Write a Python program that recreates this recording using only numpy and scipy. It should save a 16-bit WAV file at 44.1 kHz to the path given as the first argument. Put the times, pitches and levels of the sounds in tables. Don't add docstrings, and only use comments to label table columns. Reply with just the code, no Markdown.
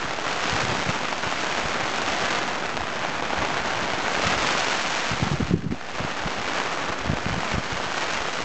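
import sys
import numpy as np
from scipy import signal
from scipy.fft import rfft, irfft
from scipy.io import wavfile

SR = 44100
rng = np.random.default_rng(int(sys.argv[2]) if len(sys.argv) > 2 else 0)


def generate_wav(sig):
    pcm = np.round(np.clip(np.atleast_2d(sig).T, -1, 1) * 32767).astype(np.int16)
    wavfile.write(sys.argv[1], SR, pcm)


def voltage_ratio(decibels):
    exponent = np.asarray(decibels, float) / 20
    return 10 ** exponent


N = 372204

# t/s, level/dB, hardness/dB
RAIN_LEVEL = [(0.0, -30.5, -10), (0.5, -26, -6), (1.1, -29, -8.5), (1.45, -28.5, -5.5), (1.85, -27.5, -9),
              (2.3, -25.5, -7.5), (2.65, -29.5, -11), (3.5, -26.5, -11.5), (4.0, -27, -10),
              (4.5, -24, -4.5), (4.85, -29, -3.5), (5.02, -27.5, -3.5), (5.5, -34.5, -8.5),
              (5.72, -39.5, -8), (6.1, -30, -10), (6.6, -27, -9), (6.96, -30.5, -10.5), (8.44, -29.5, -5)]
# t/s, change/dB, length/s
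RAIN_SHEETS = [(0.2, -1.5, 0.12), (0.318, 0, 0.15), (1.32, 1, 0.13), (1.614, 0.5, 0.25), (2.02, 1.5, 0.16),
               (2.774, -1.5, 0.065), (3.063, 1, 0.04), (3.215, -6, 0.025), (3.47, 1, 0.15),
               (3.62, -3, 0.06), (4.264, 1.5, .1), (4.391, -2.5, .06), (5.168, -3, .04), (5.956, 2.5, .12),
               (6.047, 1, 0.1), (6.396, -1, 0.39), (7.487, 2.5, 0.145), (7.978, 4, 0.02), (8.032, 3, 0.055),
               (8.166, 2, 0.044), (8.445, -10, .015)]
# t/s, peak level/dB, sharpness/dB
SNAPS = [(0.1878, -11.5, -10.1), (0.2799, -11.7, -2.8), (0.4392, -10.2, -5.8), (0.4964, -11.5, 1),
         (0.6037, -11.7, -3.6), (0.6515, -11, 1), (0.8907, -9.3, -4.9), (1.0857, -14, -3.0),
         (1.1276, -12.3, -12), (1.3249, -10.2, -7.9), (2.3578, -10.9, 0.5), (2.4785, -12.5, 1),
         (2.7692, -10.3, 2.0), (2.7755, -10.6, -10.0), (2.8074, -14.6, -9.6), (2.8176, -13.2, -4.8),
         (3.2243, -11.5, -8.9), (3.3888, -12.8, -1.9), (3.57, -9.9, -5.8), (4.6835, -8.7, -2.9),
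         (5.4809, -21, 3), (5.7094, -27.5, -11), (5.7214, -24, -8), (5.8118, -21, -7.2),
         (6.0398, -16, -6.8), (7.1713, -11.2, -6.2), (7.2567, -11, -7.1), (7.2959, -12.7, -7.1),
         (7.5183, -11, -1), (7.9804, -12.5, 1.4)]
# f/Hz, level/dB per Hz
RAIN_SPECTRUM = [(30, -32), (120, -10), (255, -3.5), (430, -3.5), (691, 0), (1060, -1.5), (1390, -1.5),
                 (2200, -5.5), (3000, -8.5), (3940, -13.5), (6630, -19.5), (7760, -27), (8890, -49),
                 (9300, -72.5), (11000, -110)]
# t/s, level/dB
WIND_LEVEL = [(0.0, -41.5), (0.33, -45), (0.75, -40), (0.87, -48), (4.09, -42), (4.28, -35), (4.72, -51),
              (5.08, -48), (5.36, -34.5), (5.57, -37.5), (5.78, -50.5), (6.25, -43), (6.77, -50.5),
              (7.29, -41), (8.11, -50.5), (8.44, -44.5)]
# f/Hz, level/dB per Hz
RUMBLE_SPECTRUM = [(30, -31), (70, -7), (110, 2), (160, 3.5), (280, -2.5), (480, -15), (900, -58)]
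# f/Hz, level/dB per Hz
SWELL_SPECTRUM = [(12, -13.5), (30, -11), (60, -2.5), (85, -3), (130, -17.5), (300, -68)]
# t/s, peak level/dB, f/Hz, length/ms
STRONG_EDDIES = [(0.53, -16.5, 171, 3.6), (0.679, -29, 163, 5.2), (0.698, -25, 125, 15.7),
                 (0.721, -20.5, 202, 3.3), (0.894, -18, 160, 9.4), (4.263, -23, 110, 12),
                 (5.117, -21, 176, 8.6), (5.135, -23, 121, 7.2), (5.228, -13.5, 173, 5.2),
                 (5.274, -22, 202, 15), (5.317, -15, 175, 6.3), (5.339, -20, 145, 26),
                 (5.406, -18.5, 224, 12), (5.427, -18.5, 134, 16), (5.511, -13, 196, 5.4),
                 (5.54, -8.5, 164, 11), (5.558, -21, 200, 5.5), (5.666, -23, 176, 4.3),
                 (5.705, -19.5, 176, 4.5), (5.727, -18.5, 182, 7.4), (6.049, -21.5, 146, 8.1),
                 (6.264, -22.5, 180, 5.7), (7.059, -27, 174, 3.1), (7.1, -10, 191, 2.9),
                 (7.115, -23.5, 139, 17), (7.135, -16, 213, 6.3), (7.265, -17, 173, 6.7),
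                 (7.327, -23.5, 113, 15), (7.542, -18.5, 140, 6.6), (7.582, -16, 162, 5.3)]
# t/s, peak level/dB, f/Hz
LIGHT_EDDIES = [(0.549, -25, 150), (0.755, -30, 159), (0.787, -26.5, 157), (0.869, -25, 166),
                (1.269, -28, 140), (1.656, -22.5, 150), (1.838, -34, 90), (2.105, -31.5, 90),
                (2.238, -30, 182), (2.815, -29, 80), (3.391, -26, 141), (3.423, -26.5, 100),
                (3.835, -32, 80), (4.325, -31.5, 150), (5.205, -34, 167), (5.454, -28, 122),
                (5.593, -29, 167), (5.639, -25, 198), (0.64, -24, 130), (6.006, -28, 150),
                (6.036, -28.5, 144), (6.39, -29.5, 120), (6.903, -29.5, 100), (7.308, -23.5, 134),
                (7.38, -24.5, 150), (7.726, -26, 100), (7.756, -29, 105), (7.798, -33.5, 110),
                (7.865, -33, 100), (7.076, -24, 80)]
# t/s, depth/dB, hold/s
GAIN_DUCK = (5.542, -6.5, .168)

CLOTH_SPOTS = 10
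CHANCE_DROPS, DROP_OVER_RAIN_DB, DROP_SPREAD_DB = 120, 13.5, 1.2
SHARP_MEAN_DB, SHARP_SPREAD_DB = -7.5, 3.5
RUMBLE_DB, RUMBLE_FOLLOWS = -46.5, .98
EDDY_SWELL_DB, EDDY_RUMBLE_DB, EDDY_SPAN_S = -23, -25, .015
LIGHT_EDDY_SWINGS = 1
DEEP_DB, DEEP_PITCH, DEEP_LENGTH = -11, .56, 1.5
EDGE_DB, EDGE_SPREAD_DB = -11.5, 3.0
EDGE_DB_PER_OCTAVE, EDGE_DB_PER_DB = 6.5, .3
PORT_CUT_HZ, OFFSET = 47, .0169


def rms_one(x):
    return x / np.sqrt(np.mean(x ** 2) + 1e-20)


def highpass(x, order, cut_hz):
    return signal.sosfilt(signal.butter(order, cut_hz, "high", fs=SR, output="sos"), x)


def causal_pulse(points, tilt_db=0, ripple_db=0, size=2048):
    f_hz = np.maximum(np.fft.rfftfreq(size, 1 / SR), 10)
    point_hz, point_db = np.transpose(points)
    level_db = np.interp(np.log(f_hz), np.log(point_hz), point_db)
    level_db = level_db + tilt_db * np.log2(np.clip(f_hz, 300, 9000) / 2000)
    bumps = np.interp(f_hz, np.geomspace(200, 9000, 16), rng.standard_normal(16))
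    cepstrum = irfft(np.log(voltage_ratio(level_db + ripple_db * bumps)))
    cepstrum[1:size // 2] *= 2
    cepstrum[size // 2 + 1:] = 0
    return irfft(np.exp(rfft(cepstrum)))


def through(x, pulse):
    return signal.oaconvolve(x, pulse)[:N]


def drift(rate_hz):
    r = np.exp(-80 * np.pi * rate_hz / SR)
    noise = rng.standard_normal(N // 40 + 2002)
    slow = signal.lfilter([1], [1, -2 * r, r * r], noise)[2000:]
    return np.interp(np.arange(N) / 40, np.arange(len(slow)), rms_one(slow - slow.mean()))


def far_rain(flicker_db):
    noise = rng.standard_normal(N) * voltage_ratio(flicker_db * drift(15.0))
    return rms_one(through(noise, causal_pulse(RAIN_SPECTRUM)))


def sheets_db():
    t = np.arange(N) / SR
    return sum(change_db * np.exp(-(2 * (t - at_s) / length_s) ** 2)
               for at_s, change_db, length_s in RAIN_SHEETS)


def rumble(points, lumpy_db, rate_hz):
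    lumps = voltage_ratio(lumpy_db * drift(rate_hz))
    return rms_one(through(rng.standard_normal(N) * lumps, causal_pulse(points, size=8192)))


def all_eddies():
    light = [(at_s, peak_db, f_hz, LIGHT_EDDY_SWINGS * 1e3 / f_hz)
             for at_s, peak_db, f_hz in LIGHT_EDDIES]
    return list(STRONG_EDDIES) + light


def stir():
    power, t = np.zeros(N + 8000), np.arange(-4000, 4000) / SR
    for at_s, peak_db, *_ in all_eddies():
        power[round(at_s * SR) + np.arange(8000)] += voltage_ratio(2 * peak_db) * np.exp(-(t / EDDY_SPAN_S) ** 2)
    return np.sqrt(power[4000:N + 4000])


def puffs(wake):
    out, eddies = np.zeros(N), all_eddies()
    chance = rng.normal(0, 1, (len(eddies), 4))
    span = np.arange(-2000, 2000)
    t = span / SR
    for (at_s, peak_db, f_hz, length_ms), (turn, skew, shift, steep) in zip(eddies, chance):
        edge_db = EDGE_DB + EDGE_DB_PER_OCTAVE * np.log2(f_hz / 170)
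        edge_db += EDGE_DB_PER_DB * (peak_db + 20) + EDGE_SPREAD_DB * steep
        bell = np.exp(-.5 * (t / (.00038 * length_ms)) ** 2)
        phase = 2 * np.pi * f_hz * t
        swing = np.sin(phase + .65 * turn)
        edge = voltage_ratio(edge_db) * bell * np.sin(phase * (2.23 + .2 * shift) + 3 * skew)
        long_bell = bell ** (DEEP_LENGTH ** -2)
        deep = voltage_ratio(DEEP_DB) * long_bell * np.sin(phase * DEEP_PITCH + turn)
        at = round(at_s * SR) + span
        around = voltage_ratio(-17) * np.exp(-.5 * (t / .012) ** 2) * wake[at]
        out[at] += voltage_ratio(peak_db) * (bell * (swing + edge) + deep + around)
    return highpass(out, 2, PORT_CUT_HZ)


def port_wind():
    wind_db = np.interp(np.arange(N) / SR, *np.transpose(WIND_LEVEL))
    eddies, churn = rumble(RUMBLE_SPECTRUM, lumpy_db=4.0, rate_hz=15.0), stir()
    stream = voltage_ratio(RUMBLE_DB + RUMBLE_FOLLOWS * (wind_db - wind_db.mean())) + voltage_ratio(EDDY_RUMBLE_DB) * churn
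    swell_level = voltage_ratio(wind_db - 6.0) + voltage_ratio(EDDY_SWELL_DB) * churn
    swell = swell_level * rumble(SWELL_SPECTRUM, lumpy_db=6.0, rate_hz=14.0)
    return puffs(eddies) + stream * eddies + swell


def duck_db():
    at_s, depth_db, hold_s = GAIN_DUCK
    since_s = np.arange(N) / SR - at_s
    return depth_db * np.clip(np.minimum(since_s, hold_s - since_s) / .005, 0, 1)


def top_ticks(per_s, spread_db):
    born = rng.random(N) < per_s / SR
    ticks = born * voltage_ratio(spread_db * np.minimum(rng.exponential(1, N), 4))
    return rms_one(through(highpass(ticks + 1e-18, 4, 7800), causal_pulse(RAIN_SPECTRUM)))


def rebound(pulse, f_hz, share):
    r = np.exp(-np.pi * f_hz * 1.2 / SR)
    poles = [1, -2 * r * np.cos(2 * np.pi * f_hz / SR), r * r]
    late = signal.lfilter(poles[::-1], poles, pulse)
    return late if rng.random() < share else pulse


def patter(per_s, spread_db, cap, clump_db):
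    born = rng.random(N) < per_s * voltage_ratio(clump_db * drift(35.0)) / SR
    sizes = born * voltage_ratio(spread_db * np.minimum(rng.exponential(1, N), cap))
    sizes = sizes * np.where(rng.random(N) < .7, -1, 1)
    spot = rng.integers(0, CLOTH_SPOTS, N)
    tilts_db = np.linspace(-1, 1, CLOTH_SPOTS) * 2.2
    pulses = [causal_pulse(RAIN_SPECTRUM, tilt_db=tilt, ripple_db=2.0) for tilt in tilts_db]
    pulses = [rebound(pulse, 700 * 2 ** rng.random(), share=.6) for pulse in pulses]
    return rms_one(sum(through(sizes * (spot == k), rms_one(p)) for k, p in enumerate(pulses)))


def all_drops(rain_db):
    at_s = rng.uniform(.01, 8.4, CHANCE_DROPS)
    loud, sharp = rng.standard_normal((2, CHANCE_DROPS))
    peak_db = rain_db[(at_s * SR).astype(int)] + DROP_OVER_RAIN_DB + DROP_SPREAD_DB * loud
    crowd = [at_s, peak_db, SHARP_MEAN_DB + SHARP_SPREAD_DB * sharp]
    return np.hstack([np.transpose(SNAPS), crowd])


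def big_drops(rain_db):
    at_s, peak_db, sharp_db = all_drops(rain_db)
    steps_db = np.linspace(-16, 6, CLOTH_SPOTS)
    kind = np.abs(sharp_db[:, None] - steps_db).argmin(axis=1)
    late_s, back = rng.uniform([.00025, .2], [.0007, .6], (len(at_s), 2)).T
    out = np.zeros(N)
    for k, step_db in enumerate(steps_db):
        pulse = causal_pulse(RAIN_SPECTRUM, tilt_db=.35 * (step_db + 5), ripple_db=2.5)
        clicks, mine = np.zeros(N), kind == k
        at = np.round(at_s[mine] * SR).astype(int) - pulse.argmax()
        clicks[at] = -voltage_ratio(peak_db[mine] + .8)
        clicks[at + (late_s[mine] * SR).astype(int)] = voltage_ratio(peak_db[mine] + 4.5) * back[mine]
        out += through(clicks, pulse / pulse.max())
    return out


def scene():
    point_s, *columns = np.transpose(RAIN_LEVEL)
    rain_db, hard_db = [np.interp(np.arange(N) / SR, point_s, c) for c in columns]
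    rain_db = rain_db + sheets_db()
    drops = patter(1200., spread_db=5.0, cap=2.8, clump_db=3.0)
    near = voltage_ratio(-1.5) * drops + voltage_ratio(-26) * top_ticks(150., spread_db=3.0)
    rain = near + voltage_ratio(-1.5) * far_rain(flicker_db=.77)
    rain = rain + (voltage_ratio(hard_db + 10.0) - 1) * highpass(rain, 1, 3000)
    wind = port_wind()
    ducked_db = rain_db + duck_db()
    return (voltage_ratio(ducked_db - 1.11) * rain + big_drops(ducked_db) + wind)[None]


def band_limit(x):
    return signal.sosfilt(signal.butter(12, 9040, fs=SR, output="sos"), x)


def record(dry):
    rounded = .55 * np.tanh(dry / .55)
    top = signal.butter(8, 9300, fs=SR, output="sos")
    mix = signal.sosfiltfilt(top, rounded) + OFFSET
    return band_limit(mix)


dry = scene()
out = record(dry)
generate_wav(out)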